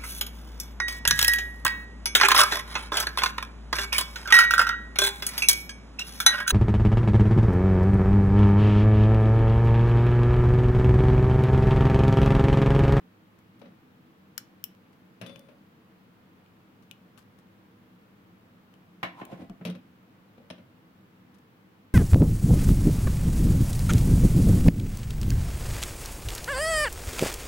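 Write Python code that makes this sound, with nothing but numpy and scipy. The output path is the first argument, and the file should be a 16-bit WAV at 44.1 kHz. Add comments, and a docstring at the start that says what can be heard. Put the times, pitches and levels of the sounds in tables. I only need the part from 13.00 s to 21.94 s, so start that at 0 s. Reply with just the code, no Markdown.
"""Over the soft low drone of a small room, fingers scrape at a circuit board's SIM holder, close on the left.
Its steel latch snaps and rings the plastic frame, the lid swings up, and the card comes out.
The board is put down on a wooden desk: its edge clacks, the top booms, and it rubs along in short shoves.
Then a second board is picked up. The room answers the knocks with a short tail."""
import sys
import numpy as np
from scipy import signal
from scipy.fft import rfft, irfft
from scipy.io import wavfile
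from scipy.ndimage import uniform_filter1d

SR = 44100
rng = np.random.default_rng(int(sys.argv[2]) if len(sys.argv) > 2 else 0)


def dump(signal):
    """Clip the signal to [-1, 1] and save it as 16-bit WAV at the path in sys.argv[1]."""
    limited = np.clip(np.atleast_2d(signal).T, -1, 1)
    pcm = np.round(limited * 32767).astype(np.int16)
    wavfile.write(sys.argv[1], SR, pcm)


N = 394240
RING = 16384  # samples in one hit with its decay
TIME, AGE = np.arange(N) / SR, np.arange(RING) / SR
ALL_HZ, RING_HZ = np.fft.rfftfreq(N, 1 / SR) + 1, np.fft.rfftfreq(RING, 1 / SR) + 1

# bright colour of a crack or of fine friction: (frequency [Hz], level [dB])
CRACK_COLOUR = [(200, -14), (800, -9), (1150, -1), (1650, -2), (2100, -6.5), (3800, -2), (4700, -2.5),
                (5500, -1), (6500, -2), (8300, -3), (10100, 0), (11500, -1.5), (14000, -2.5), (16000, -10)]
# knocks on a circuit board: (time [s], level [dB], tilt [dB/octave], rattle t60 [s])
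BOARD_KNOCKS = [(0.615, -44.5, -2.5, .3), (0.656, -51.5, -3, 0.11), (2.2136, -38, -0.1, 0.28),
                (2.263, -45.5, 1, 0.47), (2.294, -45, -2, 1), (2.486, -50.5, -3, .3),
                (6.6512, -35, 1, 0.15), (6.672, -45.5, 1, .1), (6.7002, -45, 1, 0.045),
                (6.7506, -46.5, -1.5, 0.048), (7.378, -49, -4.5, 0.49), (7.5017, -39.5, 0.74, 0.02),
                (7.5802, -50.5, -2.5, 0.12)]
# hollow ring of the board on the wood: (frequency [Hz], weight [dB], t60 [s])
HOLLOW_MODES = [(553, -2, .15), (693, -8, 0.13), (813, -2, 0.11), (983, -2, 0.19), (1064, 6.5, 0.21),
                (1285, -8, 0.27), (1530, -8, .15), (1690, 2, 0.19), (1760, -7, .18), (1975, 1, 0.25),
                (2530, -11, .16), (2950, -13, 0.11)]


def undb(db):
    """Decibels to gain."""
    return 10 ** (np.asarray(db) / 20)


def along(points, hz):
    """Read (frequency, value) points on a log-frequency axis."""
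    f, v = np.transpose(points)
    return np.interp(np.log(hz), np.log(f), v)


def unit(x):
    """Scale to rms 1."""
    return x / np.sqrt(np.mean(x ** 2))


def blow(x, db):
    """Scale a hit so that its energy, spread over 10 ms, has this level."""
    return x * undb(db) / np.sqrt(np.mean(np.sum(x ** 2, axis=-1)) / (SR / 100))


def add(track, s, x):
    """Mix a sound into a track at time s."""
    i = int(round(s * SR))
    track[..., i:i + x.shape[-1]] += x[..., :N - i]


def stereo_noise(hz, alike_hz):
    """Noise spectra at the two microphones: the same in the bass, unrelated in the treble."""
    mid, side = np.exp(2j * np.pi * rng.random((2, len(hz))))
    alike = 1 / (1 + (hz / alike_hz) ** 3)
    return mid * np.sqrt(1 + alike) + np.array([[1], [-1]]) * side * np.sqrt(1 - alike)


def ring(modes):
    """Decaying sines of a struck part; neighbouring modes start in opposite directions."""
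    return sum((-1) ** k * undb(db) / np.sqrt(t60) * np.sin(2 * np.pi * hz * AGE) * undb(-60 * AGE / t60)
               for k, (hz, db, t60) in enumerate(modes))


def burst(colour, tilt_db, t60, alike_hz=800, soft_s=0.00055, chatter_db=0):
    """Many crowded modes, heard as dying noise of the given colour."""
    rise_s = soft_s * (0.15 + max(-tilt_db, 0))  # a duller contact builds more slowly
    envelope = undb(-60 * AGE / max(t60, .001)) * (1 - np.exp(-AGE / rise_s))
    # loose parts lose and regain contact every millisecond or so
    chatter = undb(chatter_db * unit(uniform_filter1d(rng.standard_normal(RING), size=40)))
    noise = rfft(irfft(stereo_noise(RING_HZ, alike_hz)) * envelope * chatter)
    gain = undb(along(colour, RING_HZ) + tilt_db * np.log2(np.maximum(RING_HZ, 200)))
    cepstrum = irfft(np.log(gain))
    fold = 1 + np.sign(RING // 2 - np.arange(RING))  # minimum phase keeps the attack sharp
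    return irfft(noise * np.exp(rfft(cepstrum * fold) - cepstrum[0]))


def from_left(x, pan_db):
    """The recorder's body shades the right microphone from a close sound on the left."""
    # depth of the shade: (frequency [Hz], multiple of pan_db [ratio])
    shadow = [(300, 0.8), (800, 0), (2000, 2.2), (4000, 0.9), (9000, 0.9), (14000, 1.25)]
    return irfft(rfft(x) * undb(np.outer([0, -1], pan_db * along(shadow, RING_HZ))))


def early_echoes(x, echo_db, t60):
    """Quick reflections off the hands, the desk and the things on it."""
    echoes = rng.standard_normal((2, RING)) * undb(-60 * AGE / t60) * (1 - np.exp(-AGE / 0.0012))
    echoes = echoes * undb(echo_db) / np.sqrt(np.sum(echoes ** 2) / 2)
    return signal.fftconvolve(x[None], echoes, axes=1)[:, :N]


def room(x, wet_db, treble_db, build_s):
    """Diffuse tail of a small room; the bass lingers longest."""
    # reverb time: (frequency [Hz], t60 [s])
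    decay = [(100, 1), (500, 0.22), (3000, 0.28), (8000, 0.2), (16000, 0.2)]
    centres = 125 * 2. ** np.arange(8)
    noise, tail = stereo_noise(RING_HZ, 480), 0
    for hz, band in zip(centres, np.eye(len(centres))):
        share = np.interp(np.log(RING_HZ), np.log(centres), band)
        envelope = undb(-60 * AGE / along(decay, hz) + treble_db * hz / centres[-1])
        tail = tail + irfft(noise * share) * envelope
    tail = tail * (1 - np.exp(-(AGE / build_s) ** 2))
    tail = tail * undb(wet_db) / np.sqrt(np.sum(tail ** 2) / 2)
    return signal.fftconvolve(x[None], tail, axes=1)[:, :N]


def room_tone(level_db=-57.5, balance_db=0.2):
    """Steady air with a few droning low resonances, and the microphones' own hiss."""
    # colour of the noise bed: (frequency [Hz], level [dB])
    bed = [(20, -21), (45, -16.5), (72, -12.5), (95, -5.5), (200, -0.5), (310, -5.5), (380, -12.5),
           (620, -13.5), (1100, -14), (2200, -20.5), (3000, -23), (6000, -35.5), (9000, -40), (12000, -36),
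           (15500, -32)]
    # room resonances: (frequency [Hz], width [Hz], boost [dB])
    drone = [(104.4, 23.7, 7.65), (186.6, 31, 9.6), (252, 24, 5.7), (325.5, 26.6, 8.3), (467, 111, 7.6)]
    # stereo width: (frequency [Hz], side minus mid [dB])
    spread = [(60, -19), (110, -11), (200, -15), (380, -7), (700, -2), (1290, 1.5), (2380, 0.5), (4400, 0),
              (8120, 0.5), (15000, 0.5)]
    drone_db = sum(db / (1 + (2 * (ALL_HZ - hz) / width) ** 2) for hz, width, db in drone)
    mid, side = rfft(rng.standard_normal((2, N))) * undb(along(bed, ALL_HZ) + drone_db)
    mid, side = irfft(mid, N), irfft(side * undb(along(spread, ALL_HZ)), N)
    sides = np.array([[1], [-1]])
    return (mid + sides * side) / np.std(mid) * undb(level_db + sides * balance_db / 2)


def holder_slips(loose_from_s=2.2, loose_until_s=7.0, jolt_db=-15, jolt_s=0.033):
    """Cue list of the holder's snaps, dull scrapes and lid jolts, all laid out like the snaps."""
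    # snaps: (time [s], crack level [dB], tilt [dB/octave], frame ring against the crack [dB])
    snaps = [(1.378, -43, -1, -17), (1.379, -32, 0.2, -15), (1.6402, -36, 6, -5), (2.359, -50, -5, 1),
             (2.3935, -55.5, 2.5, -6), (3.462, -69, -5.5, 5), (3.9123, -49, 1, 6.5), (5.739, -60, -5, -1),
             (6.252, -49.5, 4, -5), (6.4969, -53, -6.5, -6)]
    # light scrapes: (time [s], level [dB], length [s])
    scrapes = [(0.384, -62, 0.031), (0.592, -63, .03), (1.9276, -65.5, 0.018), (2.268, -56, .03),
               (3.8223, -63, .04), (4.175, -50, 0.064), (4.383, -60, .035), (8.341, -60, 0.035),
               (8.383, -63, 0.014)]
    slips = [(*snap, 0.0046) for snap in snaps]  # last column: length [s]
    slips += [(s, db, -4, -12, length_s) for s, db, length_s in scrapes]
    # knocks on the opened board jolt its loose lid, hard bright ones most
    slips += [(s, db + jolt_db + 3.5 * tilt_db, 1, 0, jolt_s)
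              for s, db, tilt_db, _ in BOARD_KNOCKS if loose_from_s < s < loose_until_s]
    return slips


def holder(pan_db=14, firm_snap_db=-32.5):
    """Each slip cracks and rings the plastic frame and, more if firm and bright, the steel latch."""
    # plastic frame: (frequency [Hz], weight [dB], t60 [s])
    frame_modes = [(2376, -10, 0.013), (2750, -10.5, 0.0051), (2910, -15.5, 0.1), (3035, -5.5, 0.017)]
    # tiny steel latch: (frequency [Hz], weight [dB], t60 [s])
    latch_modes = [(5460, 1.5, 0.0083), (6100, -7.5, 0.0019), (10300, -19, 0.0039), (11750, -11, 0.0044),
                   (13220, -1, 0.0061), (13840, -1, .003), (14800, -12, .003)]
    near, send, frame = np.zeros((2, N)), np.zeros(N), ring(frame_modes)
    for s, crack_db, tilt_db, frame_db, slip_s in holder_slips():
        latch = ring([(hz, db + tilt_db * np.log2(hz), t60) for hz, db, t60 in latch_modes])
        latch_db = -3.5 + 2 * tilt_db + 0.78 * (crack_db - firm_snap_db)
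        # long slips chatter, quick ones crack cleanly
        crack = burst(CRACK_COLOUR, tilt_db, t60=2 * slip_s, chatter_db=min(200 * slip_s, 5))
        push = 0.17 * rng.standard_normal(RING) * undb(-30 * AGE / max(slip_s, .001))
        push[0] = 1  # one sharp release ahead of the fine chatter
        snap = blow(crack, crack_db)
        for part, db in ((frame, frame_db), (latch, latch_db)):
            snap += blow(signal.fftconvolve(push, part)[:RING], crack_db + db)
        add(near, s, from_left(snap, pan_db))
        add(send, s, snap[0])
    echoes = early_echoes(send, echo_db=-15.5, t60=0.075)
    return near + echoes + room(send, wet_db=-19.5, treble_db=-16, build_s=.005)


def board_knocks(rebound_s=.0075):
    """A stiff board knocks, lands again more dully and rattles out; bright hits ring its pin headers."""
    # colour of the board: (frequency [Hz], level [dB])
    colour = [(60, -25.5), (130, -2.5), (280, 1.5), (370, -8.5), (540, 9), (800, -9.5), (1100, -6),
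              (1900, -7.5), (2600, -3.5), (3300, -8), (4000, -10), (4800, -16), (5900, -14.5), (7500, -36),
              (9400, -21.5), (16000, -40)]
    # pin headers: (frequency [Hz], weight [dB], t60 [s])
    header_modes = [(2410, 1, 0.016), (3230, 2, 0.022), (3840, 1, .02), (4180, -9, 0.0083),
                    (5860, -14, .03), (9200, -10, .012)]
    # held close on the left, then lying on the desk: (time [s], leftward pan [dB])
    position = [(2.5, 11), (6, 3.5)]
    near, send, headers = np.zeros((2, N)), np.zeros(N), ring(header_modes)
    for s, db, tilt_db, rattle_t60 in BOARD_KNOCKS:
        pan_db = np.interp(s, *np.transpose(position))
        knock = blow(burst(colour, tilt_db, t60=0.05), db)
        pins = blow(headers, db - 10.5 + 3.5 * tilt_db)
        rebound = blow(burst(colour, tilt_db - 0.95, rattle_t60), db - 3)
        for at, contact in ((s, knock + pins), (s + rebound_s, rebound)):
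            add(near, at, from_left(contact, pan_db))
            add(send, at, contact[0])
    return near + room(send, wet_db=-12, treble_db=-15, build_s=0.0068)


def desk_knocks(left_lag_s=0.00029):
    """A hard edge clacks on the wood and rings, and the weight behind it makes the desk top boom."""
    # hits on the desk: (time [s], clack level [dB], tilt [dB/octave], boom level [dB])
    hits = [(0.652, -55, -3, -46), (2.219, -45, 0, -38), (6.0298, -29, 1.5, -48), (6.0348, -33, 1, -44),
            (6.05, -38.5, -1.5, -46), (6.2133, -36.5, -2, -49), (6.324, -36.5, -6, -42),
            (6.391, -40.5, -8.5, -52), (6.415, -41.5, -9.5, -45), (6.496, -41, -6.5, -43),
            (6.6101, -44, -3.5, -36.5), (6.6509, -39, -12.5, -26.5), (6.685, -38.5, -7, -28.5),
            (7.503, -45.5, -6, -46.5)]
    # woody colour of a clack: (frequency [Hz], level [dB])
    colour = [(40, -32), (100, 3), (270, 12), (450, -1.5), (700, 10.5), (850, 2), (1100, -1), (1500, 2.5),
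              (2900, -1.5), (3700, -11.5), (5000, -21), (8000, -32), (13000, -31.5), (16000, -42)]
    # desk top: (frequency [Hz], weight [dB], t60 [s])
    top_modes = [(119, -23.5, 0.16), (179, 0.5, 0.24), (218, -7, 0.12), (247.6, -20, 0.26),
                 (302, -28.5, 0.14), (444, -12.5, 0.12)]
    near, send, hollow = np.zeros((2, N)), np.zeros(N), ring(HOLLOW_MODES)
    boom = ring(top_modes) * (1 - np.exp(-AGE / 0.0092))
    for s, db, tilt_db, boom_db in hits:
        clack = blow(burst(colour, tilt_db, t60=0.075, alike_hz=480), db)
        add(near, s, clack + blow(boom, boom_db))
        add(send, s, clack[0])
        # hard contacts wake the hollow ring, which reaches the right microphone first
        rung = blow(hollow, db - 7 + 3.5 * tilt_db)
        add(near[1], s, rung)
        add(near[0], s + left_lag_s, rung)
    send = signal.sosfilt(signal.butter(2, 300, "high", fs=SR, output="sos"), send)
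    return near + room(send, wet_db=-8.0, treble_db=-5, build_s=0.007)


def bumps():
    """Soft, deep bumps as a hand or the board meets the desk."""
    # low pulses: (time [s], level [dB], frequency [Hz], half-length [s])
    pulses = [(2.235, -43, 118, 0.019), (6.514, -55, 35, 0.028)]
    return sum(undb(db) * np.sin(2 * np.pi * hz * (TIME - s)) * np.exp(-((TIME - s) / half_s) ** 2)
               for s, db, hz, half_s in pulses)


def lid_ring(swing_s=2.258, level_db=-38):
    """The swing of the lid leaves a metal part ringing."""
    # metal part: (frequency [Hz], weight [dB], t60 [s])
    metal_modes = [(246, 2.5, 0.36), (550, 0, 1), (2430, -21, .39), (3480, 1.5, 0.45), (4662, -17, 0.6),
                   (9087, -17, 0.85)]
    attack, fade = 1 - np.exp(-AGE / 0.006), np.minimum(1, 10 * (1 - AGE / AGE[-1]))
    metal = blow(ring(metal_modes) * attack * fade, level_db)
    near = np.zeros((2, N))
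    add(near, swing_s, from_left(metal, pan_db=15))
    return near


def board_slide(swell_db_per_s=265, fade_db_per_s=300, relative_width=0.27):
    """Uneven friction on the wood rings a resonance that sinks as the board comes to rest."""
    # shoves: (peak time [s], level [dB], resonance [Hz])
    shoves = [(6.2, -46, 960), (6.326, -46.5, 620), (6.42, -48, 525)]
    # scratch of the wood grain: (frequency [Hz], level [dB])
    grain = [(200, -4), (1000, -5), (1800, -7.5), (2500, -5.5), (3600, -11), (5000, -19), (16000, -38)]
    s, db, hz = np.transpose(shoves)
    force = sum(undb(peak_db - np.maximum(swell_db_per_s * (at - TIME), fade_db_per_s * (TIME - at)))
                for at, peak_db in zip(s, db))
    grip = undb(unit(uniform_filter1d(rng.standard_normal(N), size=260)))  # wavers by 1 dB rms
    band = irfft(stereo_noise(ALL_HZ, 280) / (1 + (ALL_HZ / (relative_width * np.mean(hz))) ** 2), N)
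    phase = 2 * np.pi * np.cumsum(np.interp(TIME, s, hz)) / SR
    body = band * np.cos(phase + np.array([[1], [0]]))
    scratch = irfft(stereo_noise(ALL_HZ, 600) * undb(along(grain, ALL_HZ)), N)
    fine = irfft(stereo_noise(ALL_HZ, 600) * undb(along(CRACK_COLOUR, ALL_HZ)), N)
    rub = force * grip * (unit(body) + undb(-9) * unit(scratch) + undb(-23) * unit(fine))
    hollow = signal.fftconvolve(rub, ring(HOLLOW_MODES)[None], axes=1)[:, :N]
    return rub + undb(-5) * np.std(rub) * unit(hollow)


def scene():
    """All handling sounds over the quiet room."""
    return holder() + board_knocks() + desk_knocks() + bumps() + lid_ring() + board_slide() + room_tone()


def record(dry):
    """The recorder cuts the top steeply at 15.9 kHz."""
    return signal.sosfilt(signal.ellip(10, .2, 70, 15900, fs=SR, output="sos"), dry)


dry = scene()
out = record(dry)
dump(out)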